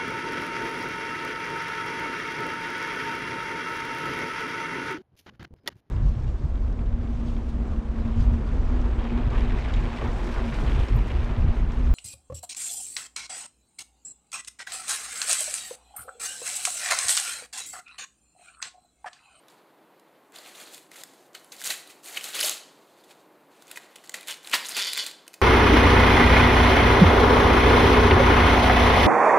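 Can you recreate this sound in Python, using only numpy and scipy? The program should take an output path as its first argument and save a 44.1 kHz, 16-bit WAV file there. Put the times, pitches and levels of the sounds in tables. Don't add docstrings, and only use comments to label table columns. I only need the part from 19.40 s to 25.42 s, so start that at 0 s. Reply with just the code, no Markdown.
import sys
import numpy as np
from scipy import signal
from scipy.fft import rfft, irfft, next_fast_len
from scipy.io import wavfile
from scipy.ndimage import uniform_filter1d, map_coordinates

SR = 44100
rng = np.random.default_rng(int(sys.argv[2]) if len(sys.argv) > 2 else 0)


def log_audio(samples):
    frames = np.atleast_2d(samples).T
    limited = np.clip(frames, -1, 1)
    pcm = np.round(limited * 32767).astype(np.int16)
    wavfile.write(sys.argv[1], SR, pcm)


def magnitude_from_level(level_db):
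    exponent = np.asarray(level_db, float) / 20
    return 10 ** exponent


N = 265305

# pitch in Hz, level in dB per Hz.
LEAF_COLOUR = [(88, -71), (150, -11.5), (393, -6), (723, -2), (830, -3), (991, -9.5), (1070, -5),
               (1930, -2.5), (4250, 0), (5480, -9), (7080, -5.5), (13300, -14), (15600, -18.5),
               (16500, -52)]
# time in seconds, slips per second, peak in dB.
CREAK_PATHS = [
    [(5.343, 270, -30), (5.36, 270, -21)],
    [(5.384, 190, -18), (5.425, 210, -17), (5.44, 135, -18), (5.46, 235, -20), (5.478, 310, -21),
     (5.5, 220, -27), (5.532, 260, -26)],
    [(5.549, 125, -23), (5.569, 150, -17), (5.58, 210, -17), (5.61, 225, -18), (5.634, 290, -28)],
]


def unit(x):
    return x / np.sqrt(np.mean(x ** 2) + 1e-20)


def along(points, hz):
    f, v = np.transpose(points)
    return np.interp(np.log(hz + 1), np.log(f + 1), v)


def wobble(rate):
    knots = rng.standard_normal(int(N * rate / SR) + 4)
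    return map_coordinates(knots, [np.arange(N) * rate / SR])


def coloured(x, spectrum):
    gain = magnitude_from_level(along(spectrum, np.fft.rfftfreq(4096, 1 / SR)))
    cepstrum = irfft(np.log(gain + 1e-6))
    cepstrum[1:2048] *= 2
    cepstrum[2049:] = 0
    return signal.fftconvolve(x, irfft(np.exp(rfft(cepstrum))))[:N]


def zones(x):
    borders = [1250, 2950, 5600]
    size = next_fast_len(len(x))
    hz = np.fft.rfftfreq(size, 1 / SR)
    below = [1 / (1 + (hz / border) ** 6) for border in borders]
    shares = [below[0], below[1] - below[0], below[2] - below[1], 1 - below[2]]
    return irfft(rfft(x, size) * shares, size)[:, :len(x)]


def patchy(depth_db):
    z = signal.stft(rng.standard_normal(N + 512), nperseg=256)[2]
    field = uniform_filter1d(rng.standard_normal(z.shape), size=5, axis=0)
    field = uniform_filter1d(field, size=4, axis=1)
    return unit(signal.istft(z * magnitude_from_level(depth_db * unit(field)), nperseg=256)[1][:N])


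def swell_db(t, peak_s, rise_s, fall_s, peak_db):
    return peak_db - 30 * np.where(t < peak_s, (peak_s - t) / rise_s, (t - peak_s) / fall_s)


def hum():
    # pitch in Hz, level in dB per Hz.
    hum_colour = [(15, -58), (25, -37), (92, -30), (150, -10), (245, -10.5), (266, -5.5), (313, -3.5),
                  (584, -7), (1010, -9), (1090, -9.5), (1180, -13), (1930, -18), (5420, -35.5),
                  (14800, -30.5), (16500, -58)]
    return magnitude_from_level(-58.5 + .6 * wobble(1)) * unit(coloured(patchy(depth_db=0.3), hum_colour))


def strokes():
    # start in seconds, length in seconds,
    # strength in dB, taut leaf in dB, thin fibres in dB.
    rustles = [(-.03, 0.3, -71.5, 0.5, -15), (.27, 0.57, -74.5, 1, -24), (0.92, 0.37, -54.5, 0, 0.5),
               (1.502, 0.11, -51, -4.5, 2), (1.656, 0.2, -74, 8.5, 12), (1.928, 0.24, -66, -6, 8),
               (2.166, 0.13, -50, 0, 4), (2.357, 0.24, -66.5, -1, 5.5), (2.623, 0.1, -54.5, -2.5, 12.5),
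               (2.663, 0.17, -47.5, -14, 0), (2.806, 0.091, -41.5, -1, 4), (2.918, 0.19, -39, 3.5, 5),
               (3.186, 0.62, -74, 7.5, 7), (3.753, 0.35, -78.5, 4.5, -3.5), (4.092, 0.18, -65.5, -0.5, 1),
               (4.367, 0.42, -61, -3.5, -2), (4.747, 0.077, -53.5, 3.5, 0), (5.023, 0.16, -49.5, -13, 2),
               (5.208, 0.12, -42.5, 1, -7), (5.426, 0.19, -43.5, 7.5, 5), (5.593, 0.03, -47, 3, -13),
               (5.736, 0.17, -67.5, -5, -10)]
    # peak time in seconds, rise in seconds, fall in seconds,
    # peak in dB, thin fibres in dB.
    rips = [(.102, 0.039, 0.2, -66, 5.5), (1.21, 0.32, 0.22, -51, 5.5), (1.336, 0.065, 0.16, -51.5, 9),
            (1.95, 0.014, 0.058, -39, -3), (2.123, 0.011, 0.079, -41, 3.5), (2.268, 0.054, 0.042, -37, 9.5),
            (2.305, 0.041, 0.15, -35, 6), (2.51, 0.072, 0.064, -50, 3.5), (2.771, 0.062, 0.06, -32, -1.5),
            (2.957, 0.055, 0.086, -27.5, 1), (2.995, 0.018, .05, -34, 3), (3.033, 0.036, 0.07, -34, 13),
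            (3.06, 0.13, 0.087, -31, 9.5), (3.713, 0.044, 0.056, -52, 1), (4.315, 0.085, 0.22, -50.5, 1.5),
            (4.373, 0.046, 0.034, -42.5, -24), (4.741, 0.0033, 0.064, -35.5, -2),
            (4.889, 0.014, 0.07, -23, -6), (4.912, 0.047, 0.038, -27.5, 2),
            (5.137, 0.021, 0.059, -19.5, -11), (5.146, 0.04, 0.1, -24, -2), (5.29, 0.072, 0.076, -40.5, 12),
            (5.372, 0.073, 0.12, -40, 2), (5.394, 0.062, 0.15, -19, -4), (5.577, 0.034, 0.067, -26.5, -1),
            (5.67, 0.022, 0.078, -39.5, 2)]
    grip_s, let_go_db_per_s = .035, 226
    t = np.arange(0, N + 32, 32) / SR
    moves = []
    for start, length, db, taut_db, thin_db in rustles:
        rise_db = 20 * np.log10(np.clip((t - start) / grip_s, 1e-4, 1))
        fall_db = let_go_db_per_s * np.clip(t - start - length, 0, None)
        moves.append((db + rise_db - fall_db, db, taut_db, thin_db))
    for peak, rise, fall, db, thin_db in rips:
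        taut_db = -2.5 + 0.22 * thin_db
        moves.append((swell_db(t, peak, rise, fall, db), db, taut_db, thin_db))
    return t, moves


def breaks(count, cycles, scatter_db, clump_db):
    when, pitch, size, phase = rng.random((count, 4)).T
    start = (when * N).astype(int)
    hz = 300 + 16000 * pitch ** 1.5
    gain = magnitude_from_level(-scatter_db * np.log(size + .01) + clump_db * wobble(70)[start])
    gain *= hz ** .75
    hz, gain, phase = hz[:, None], gain[:, None], phase[:, None]
    t = np.arange(96) / SR
    grains = gain * np.exp(-t * hz / cycles) * np.sin(2 * np.pi * (hz * t + phase / 2))
    places = start[:, None] + np.arange(96)
    return unit(np.bincount(places.ravel(), grains.ravel(), N + 96)[:N])


def tearing():
    t, moves = strokes()
    power = 0
    for curve_db, db, taut_db, thin_db in moves:
        thick_db = -1 - 0.42 * (db + 53)
        balance_db = np.array([[thick_db], [0], [taut_db], [thin_db]])
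        power = power + magnitude_from_level(2 * (curve_db + balance_db))
    swarm = breaks(count=30000, cycles=1.66, scatter_db=2.4, clump_db=1.8)
    rub = magnitude_from_level(1.54 * wobble(40)) * patchy(depth_db=3)
    layers = zones(coloured(swarm + magnitude_from_level(-2) * rub, LEAF_COLOUR))
    seconds = np.arange(N) / SR
    torn = sum(np.interp(seconds, t, np.sqrt(p)) * unit(layer) for p, layer in zip(power, layers))
    jerks = magnitude_from_level(-2.5 + 1.2 * wobble(25))
    return jerks * torn


def snaps():
    # time in seconds, peak in dB, leaf pitch in Hz, crack in dB.
    clean = [(0.5967, -42.5, 3780, -10), (.6853, -50, 1450, -18), (.9216, -43, 1750, -4),
             (0.942, -33, 1660, -18), (1.6357, -24.5, 1610, 0), (2.1225, -28, 5300, -17),
             (2.216, -21, 1580, -9), (2.2682, -26, 4700, -10), (2.3034, -8, 4170, -35),
             (2.4742, -34.5, 3320, -7), (3.709, -40, 2660, -18), (4.3139, -18.5, 2760, -9),
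             (4.373, -14, 1910, -19), (4.8782, -30, 2300, -4), (4.8834, -14, 3050, -12),
             (5.0726, -20, 3480, -18), (5.097, -29, 4100, -4), (5.1327, -4.5, 3000, -36),
             (5.32, -17.5, 4430, -14), (5.348, -18, 4700, -14), (5.5328, -16.5, 3770, -4),
             (5.867, -33, 1860, -16), (4.6947, -24, 1930, -4), (0.959, -33, 3870, -5.5),
             (5.879, -27, 2970, -5.5)]
    frayed = [(1.1503, -31, 3380, -24), (1.3448, -31, 3530, -4), (1.379, -35, 2580, -4),
              (1.558, -26, 2360, -19), (1.7358, -42, 2070, -8), (2.165, -33, 3920, -10),
              (2.2394, -25, 3960, -4), (2.3057, -24, 3380, -4), (2.5, -31, 2350, -19),
              (2.6594, -29, 4040, -12), (2.81, -21, 2900, -12), (2.8413, -20, 3820, -3.5),
              (2.9452, -16, 3020, -14), (3.095, -20.5, 4600, -4), (3.638, -38.5, 3780, -20),
              (4.2226, -37.5, 1410, -5.5), (4.28, -39, 2790, -4), (4.359, -23, 2290, -18),
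              (4.558, -30, 3320, -8), (4.639, -32, 1900, -15), (5.248, -18.5, 3700, -14),
              (5.3675, -15, 3400, -4), (5.5745, -15, 2080, -6.5), (5.576, -33, 3800, -4),
              (5.664, -20, 4400, -4), (5.9401, -31, 2860, -4), (5.933, -40, 4500, -4)]
    tense = [(.0836, -40, 3970, -5), (0.986, -29.5, 4340, -12.5), (1.5158, -33.5, 2220, -4),
             (1.9498, -27, 2710, -8), (2.1198, -26.5, 4210, -19), (2.745, -27, 2120, -8),
             (2.7723, -9, 2690, -35), (2.9924, -14, 3020, -22), (3.0107, -11.5, 4960, -2),
             (3.029, -8, 3010, -18), (4.7417, -16, 1840, -11.5), (4.8302, -30, 2300, -13),
             (5.03, -41, 3420, -5), (5.047, -30, 3720, -21), (5.1418, -5, 4580, -35),
             (5.137, -12, 987, -35), (5.15, -16.5, 1016, -35), (5.386, -21.5, 1050, -30),
             (.09, -50, 3000, -20), (.1, -44, 4600, -20), (4.873, -31, 4270, -2), (3.04, -14, 663, -36.5),
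             (2.308, -13, 1790, -30)]
    # time for the ring to fall 60 dB in seconds, after-crackle in dB.
    kinds = [
        (0.0097, -2),
        (0.0097, 13.5),
        (0.022, -3),
    ]
    rings, cracks = np.zeros(N + SR), np.zeros(N + SR)
    t = np.arange(SR // 10) / SR
    for rows, (ring_s, after_db) in zip([clean, frayed, tense], kinds):
        for s, db, hz, crack_db in rows:
            noise = rng.standard_normal((3, len(t)))
            drift = np.cumsum(uniform_filter1d(noise[0], size=20)) * hz / 14000
            ring = np.sin(2 * np.pi * hz * t + drift) * magnitude_from_level(-60 * t / ring_s) * np.minimum(1, t * hz)
            crack = np.tanh(noise[1]) * magnitude_from_level(-60 * t / .006)
            loose = noise[2] * np.abs(noise[0]) * magnitude_from_level(-60 * t / 0.066) * (1 - np.exp(-t / 0.0019))
            burst = magnitude_from_level(min(crack_db, -4) + 19.0) * crack + magnitude_from_level(after_db - 17.0) * loose
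            place = round(s * SR)
            rings[place:place + len(t)] += magnitude_from_level(db - 6) * ring
            cracks[place:place + len(t)] += magnitude_from_level(db) * burst
    thick, torn, taut, thin = zones(coloured(cracks[:N], LEAF_COLOUR))
    return rings[:N] + magnitude_from_level(-24.0) * thick + magnitude_from_level(-7.5) * (torn + taut) + thin


def ticks():
    # time in seconds, peak in dB,
    # leaf pitch in Hz, crack in dB.
    dry_fibres = [(0.5414, -55, 2060, -11), (0.962, -29.5, 3830, -13), (1.062, -32, 2410, -13),
                  (1.6136, -33, 7060, 0), (1.6744, -39, 11110, -3), (2.0454, -36, 10420, -3),
                  (2.194, -36, 3780, -2), (2.201, -30, 6710, -2), (2.2077, -24, 7230, 0),
                  (2.2234, -20, 3700, -3), (2.2441, -17.5, 7060, -1), (2.2747, -12, 6890, -5),
                  (2.2935, -20, 3900, -11), (2.3101, -14.5, 3840, -7), (2.3265, -22, 3870, -7),
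                  (2.9912, -16, 2730, -5), (3.005, -8.5, 9850, -3), (3.0084, -12, 4130, -3),
                  (3.0466, -8.5, 4560, -5),
                  (4.2701, -37, 6630, -2), (4.3793, -28.5, 1980, -10), (4.5614, -26, 3350, -3),
             (4.5842, -37, 2750, -9), (4.656, -37, 6710, -3), (4.6747, -33, 4390, -5),
             (4.7199, -31, 3270, -6), (4.767, -31, 3870, -1), (4.7771, -31, 1890, -10),
             (4.7867, -30, 2150, -9), (4.8103, -25, 3780, -2), (4.8203, -36, 2320, -9),
             (4.8737, -30, 4350, -3), (4.8834, -18, 2110, -5), (4.8873, -26, 3960, -10),
             (4.8934, -24.5, 2000, -8), (4.8998, -24, 1800, -2), (4.9063, -17.5, 3270, -7),
             (4.9106, -17.5, 6890, 4), (4.9153, -19, 2970, -10), (4.919, -21, 4040, 1),
             (4.9245, -20, 3150, -6), (4.931, -28, 4220, -5), (4.942, -26, 3700, -8),
             (4.9446, -35, 3610, -6), (5.0864, -30, 2060, -1), (5.1143, -19, 2670, 6),
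             (5.2555, -18.5, 3780, -9), (5.2617, -20.5, 6800, -6), (5.2671, -20, 11020, 0),
             (5.2708, -19, 4300, -1), (5.2866, -16.5, 6800, 0), (5.292, -16, 10680, -3),
             (5.3676, -12, 4470, -1.5), (5.6413, -27, 1980, -7), (5.7125, -23, 3870, -5),
             (5.9437, -28, 4700, -7),
                  (.9865, -33, 3500, -1), (1.0612, -32, 2500, -5), (1.345, -30, 6500, 0),
              (1.9324, -45, 7000, 3), (2.2392, -21, 7000, 0), (2.835, -28, 7000, 0), (2.8885, -24, 8000, 0),
              (2.967, -19, 3500, -3), (3.0805, -14, 9500, 0), (3.0953, -8, 7830, 2), (4.662, -38, 9000, 3),
              (4.971, -35, 8000, 3), (5.0731, -24, 3530, 0), (5.535, -19, 9380, 2), (5.6658, -19, 10000, 2),
              (5.6825, -29, 7500, 0), (5.6867, -27, 2150, -3)]
    leaf_s, crack_s = .0045, .0035
    out, t = np.zeros(N + SR), np.arange(SR // 50) / SR
    for s, db, hz, crack_db in dry_fibres:
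        noise = np.tanh(rng.standard_normal(len(t) + 3))
        bright = noise[3:] - noise[:-3]
        crack = bright * magnitude_from_level(crack_db + 3 - 60 * t / crack_s)
        tick = np.sin(2 * np.pi * hz * t) * magnitude_from_level(-60 * t / leaf_s) + crack
        place = round(s * SR)
        out[place:place + len(t)] += magnitude_from_level(db + 1) * tick / np.abs(tick).max()
    return out[:N]


def cob():
    # pitch in Hz, level in dB per Hz.
    cob_colour = [(150, -41), (280, 0), (650, 2), (1000, -18), (1500, -45)]
    # peak time in seconds, rise in seconds, fall in seconds, peak in dB.
    tugs = [
        (2.955, .02, 0.085, -45),
        (3.033, 0.051, 0.16, -47),
        (5.39, .03, .1, -51),
    ]
    t = np.arange(N) / SR
    pulls = sum(magnitude_from_level(swell_db(t, *tug)) for tug in tugs)
    return pulls * unit(coloured(patchy(depth_db=0), cob_colour))


def held():
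    # start in seconds, end in seconds.
    rippling = [
        (4.883, 4.935),
        (5.25, 5.295),
    ]
    t = np.arange(N) / SR
    spans = rippling + [(rows[0][0], rows[-1][0]) for rows in CREAK_PATHS]
    slipping = sum((t > start) & (t < end) for start, end in spans)
    return magnitude_from_level(-11 * uniform_filter1d(slipping * 1., size=300))


def creak():
    # pitch in Hz, level in dB, time to fall 60 dB in seconds.
    modes = [(2300, -6, .004), (3500, 0, .005), (4500, -1, .005), (6900, -6, .003), (9500, -11, .003),
             (11500, -14, .0025)]
    detune, scatter_db = .05, 2.5
    slack_fades_db = 10
    out, t = np.zeros(N + SR), np.arange(SR // 100) / SR
    hz, mode_db, t60 = np.transpose(modes)[:, :, None]
    for rows in CREAK_PATHS:
        s, rate, db = np.transpose(rows)
        now = np.arange(round(s[0] * SR), round(s[-1] * SR))
        uneven = np.interp(now / SR, s, rate) * magnitude_from_level(.6 * wobble(150)[now])
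        slips = np.floor(np.cumsum(uneven) / SR)
        for jump in now[np.diff(slips, prepend=-1) > 0]:
            shape, strength = rng.standard_normal((2, len(modes), 1))
            level_db = mode_db + scatter_db * strength
            level_db[0] += slack_fades_db * (.5 - (jump - now[0]) / len(now))
            tones = np.sin(2 * np.pi * hz * (1 + detune * shape) * t)
            click = np.sum(magnitude_from_level(level_db - 60 * t / t60) * tones, axis=0)
            click *= 1 - np.exp(-(t / .0002) ** 2)
            peak_db = np.interp(jump / SR, s, db) + rng.normal(3.5, 1.5)
            out[jump:jump + len(t)] += magnitude_from_level(peak_db) * click / np.abs(click).max()
    return out[:N]


def kitchen(x):
    # pitch in Hz, time to fall 60 dB in seconds.
    fading = [(300, 1), (2000, 0.55), (5000, 0.53), (11000, 0.39), (16000, 0.24)]
    out, piece = np.zeros(N + SR), SR // 4
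    for start in range(0, N, piece):
        hz, t, z = signal.stft(rng.standard_normal(SR // 2), SR, nperseg=256)
        decay = magnitude_from_level(-60 * t / along(fading, hz)[:, None])
        tail = signal.istft(z * decay, SR, nperseg=256)[1]
        tail *= 1 - np.exp(-np.arange(len(tail)) / SR / 0.00084)
        wet = signal.fftconvolve(x[start:start + piece], tail / np.linalg.norm(tail))
        out[start:start + len(wet)] += wet
    return out[:N]


def scene():
    # delay in seconds, level in dB.
    counter = (.002, -5)
    # pitch in Hz, microphone gain in dB.
    microphone = [(20, -45), (100, -22), (200, -3), (15600, -3), (16200, -26), (22000, -41)]
    delay_s, echo_db = counter
    clicks = snaps() + ticks() + creak()
    echo = magnitude_from_level(echo_db) * np.roll(clicks, round(delay_s * SR))
    husk = held() * tearing() + cob() + clicks + echo
    husk = coloured(husk + magnitude_from_level(-11) * kitchen(husk), microphone)
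    return np.array([husk + hum()] * 2)


def top_cut(x):
    return signal.sosfilt(signal.butter(12, 16820, fs=SR, output="sos"), x)


def record(dry):
    return top_cut(dry)


dry = scene()
out = record(dry)
log_audio(out)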